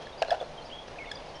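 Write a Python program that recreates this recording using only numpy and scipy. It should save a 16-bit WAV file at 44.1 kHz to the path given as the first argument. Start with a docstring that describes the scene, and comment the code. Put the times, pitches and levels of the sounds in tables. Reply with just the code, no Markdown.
"""Two impalas clash horns at a waterhole: each impact excites the damped modes of a hollow horn,
giving a quick rattle of knocks, some with a hard click from the sheath and a rasp from the ridges.
Hooves scuff the sand with friction noise. Birds add harsh harmonic chips and gliding pure tones.
The bush scatters these sounds back as a faint reverberation, over a steady outdoor hush."""
import sys
import numpy as np
from scipy import signal
from scipy.fft import rfft, irfft, next_fast_len
from scipy.io import wavfile
from scipy.ndimage import map_coordinates

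SR = 44100
rng = np.random.default_rng(int(sys.argv[2]) if len(sys.argv) > 2 else 0)


def to_wav(s):
    """Save 16-bit WAV."""
    ch = np.atleast_2d(s).T  # columns
    pcm = np.round(np.clip(ch, -1, 1) * 32767)  # PCM
    wavfile.write(sys.argv[1], SR, pcm.astype(np.int16))


N = 61739
T = np.arange(N) / SR
EVENT_T = np.arange(SR // 6) / SR  # seconds within one knock or note


# Modes of the hollow horn. Each row: ratio to the pitch, level in dB, factor on the time to peak.
HORN_MODES = [(.77, -14.5, 2.03), (1, 1.5, 0.91), (1.18, -21, 1.5), (2.05, -25.5, 2.4), (2.38, -23.5, 1.4),
              (4, -36, 0.8)]

def horn_ring(pitch_hz, peak_s):
    """Modal resonance: each strongly damped mode swells to a peak and dies almost as fast."""
    steepness, scatter_db = 3.6, 0  # at zero scatter every knock has the same balance of modes
    ring = 0
    for ratio, db, stretch in HORN_MODES:
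        age = EVENT_T / (peak_s * stretch)
        envelope = amp(rng.normal(db, scatter_db)) * (age * np.exp(1 - age)) ** steepness
        ring += envelope * np.sin(2 * np.pi * ratio * pitch_hz * EVENT_T)
    return ring


# Modes of the hard sheath. Each row: frequency in Hz, level in dB, 60 dB decay time in seconds.
SHEATH_MODES = [(1640, -12, 0.0063), (2740, -8.5, 0.0094), (4000, -13, 0.0085), (4800, -21, 0.0064),
                (5820, -20, 0.0082)]

def sheath_click():
    """Free vibration: the struck sheath's high modes decay exponentially within milliseconds."""
    return sum(amp(db) * fade(EVENT_T, t60) * np.sin(2 * np.pi * (hz * EVENT_T + rng.random()))
               for hz, db, t60 in SHEATH_MODES)


# Horn contacts. Each row: start in seconds, ring level in dB, pitch in Hz,
# time to the ring's peak in seconds, click level in dB.
CONTACTS = [(.2189, -14, 655.7, 0.0026, -28), (.2237, -50, 780, 0.0022, -11.5),
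            (.2251, -17, 690, .0034, -33), (.2478, -32, 680, 0.0033, -27.5), (.2522, -37, 670, 0.0039, -53),
            (.2785, -33.5, 594, 0.0023, -34), (.2832, -28.5, 582, 0.0029, -29),
            (.2950, -28, 706, .003, -40), (.3133, -17, 660.5, 0.0054, -34),
            (.3212, -17.5, 724.4, 0.0055, -47), (.3269, -28, 758, 0.0034, -44),
            (.3305, -36, 774, 0.0017, -38), (.3364, -48, 685, 0.0021, -46),
            (.3408, -22.5, 678, 0.0027, -45), (.3459, -22.5, 700, 0.0023, -40),
            (.3518, -33, 666, 0.0037, -50), (.4108, -25, 572, .0027, -36), (.4162, -28.5, 515, .0033, -37),
            (.4252, -26, 637, .0031, -52), (.4355, -38, 523, 0.0026, -50)]
# Spectrum of horn rubbing on horn. Each row: frequency in Hz, relative level in dB.
FRICTION_SPECTRUM = [(300, -2), (1000, 0), (1650, 5.5), (2200, -3.5), (2700, 3.5), (3400, -6.5),
                     (4200, -3.5), (6200, -11.5), (7400, -19), (10500, -25)]

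def horns():
    """Impact and friction: each contact clicks, rasps and rings at a pitch set by where it lands."""
    rise_s, burst_db, burst_t60_s = 0.00057, -6, 0.006
    rasp_db, rasp_t60_s = -21, 0.036
    cutoff_hz = 414  # a slender horn radiates little below this
    modes, friction = np.zeros(N), np.zeros(N)
    attack = 1 - np.exp(-EVENT_T / rise_s)
    for start, ring_db, pitch_hz, peak_s, click_db in CONTACTS:
        ring = amp(ring_db) * horn_ring(pitch_hz, peak_s)
        click = amp(click_db) * attack * sheath_click()
        add(modes, start, ring + click)
        burst = amp(click_db + burst_db) * fade(EVENT_T, burst_t60_s)  # the noisy part of the click
        rasp = amp(ring_db + rasp_db) * fade(EVENT_T, rasp_t60_s)  # the ridges scrape on
        add(friction, start, attack * (burst + rasp))
    clash = modes + friction * noise(FRICTION_SPECTRUM)
    return filtered(clash, lambda hz: 1 - 1 / (1 + (hz / cutoff_hz) ** 10))


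# Hoof scuffs. Each row: centre in seconds, half-width in seconds, level in dB.
HOOF_SCUFFS = [(.025, 0.012, -44), (0.883, .006, -41.5), (0.913, 0.018, -47), (1.204, 0.0036, -46),
               (1.366, 0.014, -49.5)]
# Spectrum of scuffed sand. Each row: frequency in Hz, relative level in dB.
SAND_SPECTRUM = [(30, 2), (60, 7.5), (150, -5), (700, 1.5), (1500, -6), (3000, -11), (6000, -14.5),
                 (7500, -33), (10500, -36.5)]

def hooves():
    """Granular friction: hooves in dry sand make soft noise bursts with Gaussian envelopes."""
    envelope = sum(amp(db) * np.exp(-((T - centre) / half_width) ** 2)
                   for centre, half_width, db in HOOF_SCUFFS)
    return noise(SAND_SPECTRUM) * envelope


# Bird chips. Each row: peak time in seconds, pitch in Hz, level in dB, relative harshness in dB.
BIRD_CHIPS = [(.071, 1744, -40, -10), (0.233, 1645, -32.5, -24), (0.3076, 1713, -29, 0.5),
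              (0.96, 1760, -46, -16), (1.1167, 1715, -32.5, 2)]
# Overtones of a chip. Each row: multiple of the pitch, relative level in dB.
CHIP_HARMONICS = [(2, -0.5), (3, -7.5), (4, -29)]
# Spectrum of a chip's rasp. Each row: frequency in Hz, relative level in dB.
RASP_SPECTRUM = [(1000, -29), (1700, -5), (3400, -2.5), (5300, -1), (6600, -8.5), (8000, -8), (10500, -17)]

def bird_chips():
    """Nonlinear voicing: overtones and rasp break out at the peak of each short, falling call."""
    rise_s, fall_s, sag_hz_per_s = 0.0026, 0.0049, 15000
    jitter_rad, rasp_db = 0.22, -15
    out = np.zeros(N)
    for peak_s, hz, db, harsh_db in BIRD_CHIPS:
        t = T - peak_s
        phase = 2 * np.pi * (hz * t - sag_hz_per_s * t ** 2 / 2) + jitter_rad * wobble(900)
        effort = np.exp(-(t / np.where(t < 0, rise_s, fall_s)) ** 2)
        overtones = sum(amp(level) * np.sin(k * phase) for k, level in CHIP_HARMONICS)
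        harshness = effort * overtones + amp(rasp_db) * noise(RASP_SPECTRUM)
        out += amp(db) * effort * (np.sin(phase) + amp(harsh_db) * harshness)
    return out


# Whistled notes. Each row: start and length in seconds, first, middle and last pitch in Hz, level in dB.
BIRD_NOTES = [(0, 0.11, 3273, 3280, 3350, -53), (0.05, 0.022, 4600, 4200, 3740, -51.5),
              (.124, 0.02, 3820, 3700, 3600, -49.5), (0.176, 0.045, 4450, 4950, 3900, -50.5),
              (0.275, .008, 3900, 4090, 4200, -44), (.286, 0.019, 4360, 4200, 3980, -42.5),
              (.400, 0.014, 3570, 3414, 3330, -45), (0.434, .03, 4200, 4250, 3900, -56.5),
              (.575, 0.02, 3225, 3160, 3070, -47), (0.588, 0.055, 3077, 3160, 3190, -54),
              (.619, 0.014, 4400, 4220, 4080, -48.5), (.644, .036, 4590, 4820, 4480, -54),
              (0.652, 0.021, 5250, 5380, 5250, -55), (0.678, 0.039, 4600, 4500, 4620, -59.5),
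              (0.698, 0.008, 3420, 3140, 2650, -42), (.706, 0.024, 2580, 2930, 3000, -44.5),
              (.722, 0.029, 3050, 3260, 3240, -40.5), (0.749, 0.035, 3200, 3330, 3140, -48.5),
              (0.784, 0.02, 3230, 3277, 3360, -43.5), (.808, .03, 3300, 3380, 3330, -52.5),
              (0.984, .014, 2990, 2390, 2150, -39), (0.997, 0.039, 2150, 2190, 2120, -41),
              (1.034, 0.019, 2130, 2060, 1880, -45.5), (1.054, .013, 3300, 2720, 2330, -45.5),
              (1.059, 0.041, 3680, 3530, 3250, -54), (1.07, 0.025, 2160, 2175, 2150, -42.5),
              (1.096, .022, 4490, 4260, 3930, -49.5), (1.141, 0.028, 5700, 5850, 5200, -58.5),
              (1.153, 0.0094, 5200, 4900, 4650, -39.5), (1.167, 0.016, 3450, 3494, 3470, -44.5),
              (1.258, 0.018, 5050, 5150, 5250, -56), (1.287, 0.018, 4650, 4410, 4430, -54.5),
              (1.339, 0.073, 3194, 3123, 3280, -53), (1.353, 0.019, 5530, 5426, 5640, -50)]

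def bird_whistles():
    """Frequency modulation: each pure tone glides along a wavering arc through three pitches."""
    edge_s, flutter_db = 0.0041, 2
    waver = 1 + 0.011 * wobble(400)
    out = np.zeros(N)
    for start, length, *pitches, db in BIRD_NOTES:
        progress = np.minimum(EVENT_T / length, 1)
        arc_hz = np.polyval(np.polyfit([0, 0.5, 1], pitches, 2), progress)
        hz = arc_hz * np.interp(start + EVENT_T, T, waver)
        gate = np.minimum(np.minimum(progress, 1 - progress) * length / edge_s, 1)
        add(out, start, amp(db) * gate * np.sin(2 * np.pi * np.cumsum(hz) / SR))
    return out * amp(flutter_db * wobble(200))


# Reverberation of the bush. Each row: frequency in Hz, 60 dB decay time in seconds.
BUSH_DECAY = [(300, 0.2), (900, 0.36), (3000, 0.4), (9000, 0.16)]

def bush_echo(sound):
    """Diffuse scattering: the trees return a tail in which each frequency dies at its own rate."""
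    hz, t, spectra = signal.stft(rng.standard_normal(SR // 2), SR, nperseg=256)
    decay = fade(t, along(BUSH_DECAY, hz)[:, None])
    _, tail = signal.istft(spectra * decay, SR, nperseg=256)
    return signal.fftconvolve(sound, tail / np.linalg.norm(tail))[:N]


# Spectrum of the outdoor background. Each row: frequency in Hz, relative level in dB.
HUSH_SPECTRUM = [(20, -2), (59, -3.5), (97, -7.5), (125, -10.5), (152, -1), (178, -11.5), (244, -7.5),
                 (290, -9), (400, -6), (540, -0.5), (700, -1.5), (900, -5), (1300, -14), (1850, -16),
                 (3200, -18), (4900, -23), (6500, -28), (7400, -38), (9800, -37.5), (11000, -50)]

def hush():
    """Ambient noise: a steady broadband hush whose level sways a little."""
    level_db, sway_db = -44.5, 0.45
    return noise(HUSH_SPECTRUM) * amp(level_db + sway_db * wobble(10))


def amp(db):
    """Decibels as an amplitude ratio."""
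    return 10 ** (np.asarray(db) / 20)


def along(points, hz):
    """Interpolation of (Hz, value) points on a logarithmic frequency axis."""
    knot_hz, values = np.transpose(points)
    return np.interp(np.log(hz + 1), np.log(knot_hz + 1), values)


def wobble(rate):
    """Smooth random modulation: a spline through `rate` knots a second."""
    return map_coordinates(rng.standard_normal(int(N * rate / SR) + 4), [T * rate])


def filtered(sound, response):
    """Linear filtering: the spectrum is multiplied by a frequency response."""
    size = next_fast_len(N + 8192)
    return irfft(rfft(sound, size) * response(np.fft.rfftfreq(size, 1 / SR)), size)[:N]


def noise(spectrum):
    """Spectral shaping: white noise is coloured, then scaled to rms 1."""
    coloured = filtered(rng.standard_normal(N), lambda hz: amp(along(spectrum, hz)))
    return coloured / np.sqrt(np.mean(coloured ** 2))


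def fade(t, t60):
    """Exponential decay from time zero, by 60 dB every t60 seconds."""
    return (t > 0) * amp(-60 * np.maximum(t, 0) / t60)


def add(out, start, sound):
    """Superposition of a short sound, from `start` seconds on."""
    part = out[round(start * SR):][:len(sound)]
    part += sound[:len(part)]


def scene():
    """Superposition: the fight and the birds, each with its echo, sum with the hush."""
    fight = horns() + hooves()
    birds = bird_chips() + bird_whistles()
    echoes = amp(db=-15.5) * bush_echo(fight) + amp(db=-11.5) * bush_echo(birds)
    return (fight + birds + echoes + hush())[None]


def record(dry):
    """Band limiting: a steep low-pass filter removes the highest treble."""
    cutoff_hz = 11000
    return filtered(dry[0], lambda hz: 1 / np.sqrt(1 + (hz / cutoff_hz) ** 160))[None]


dry = scene()
out = record(dry)
to_wav(out)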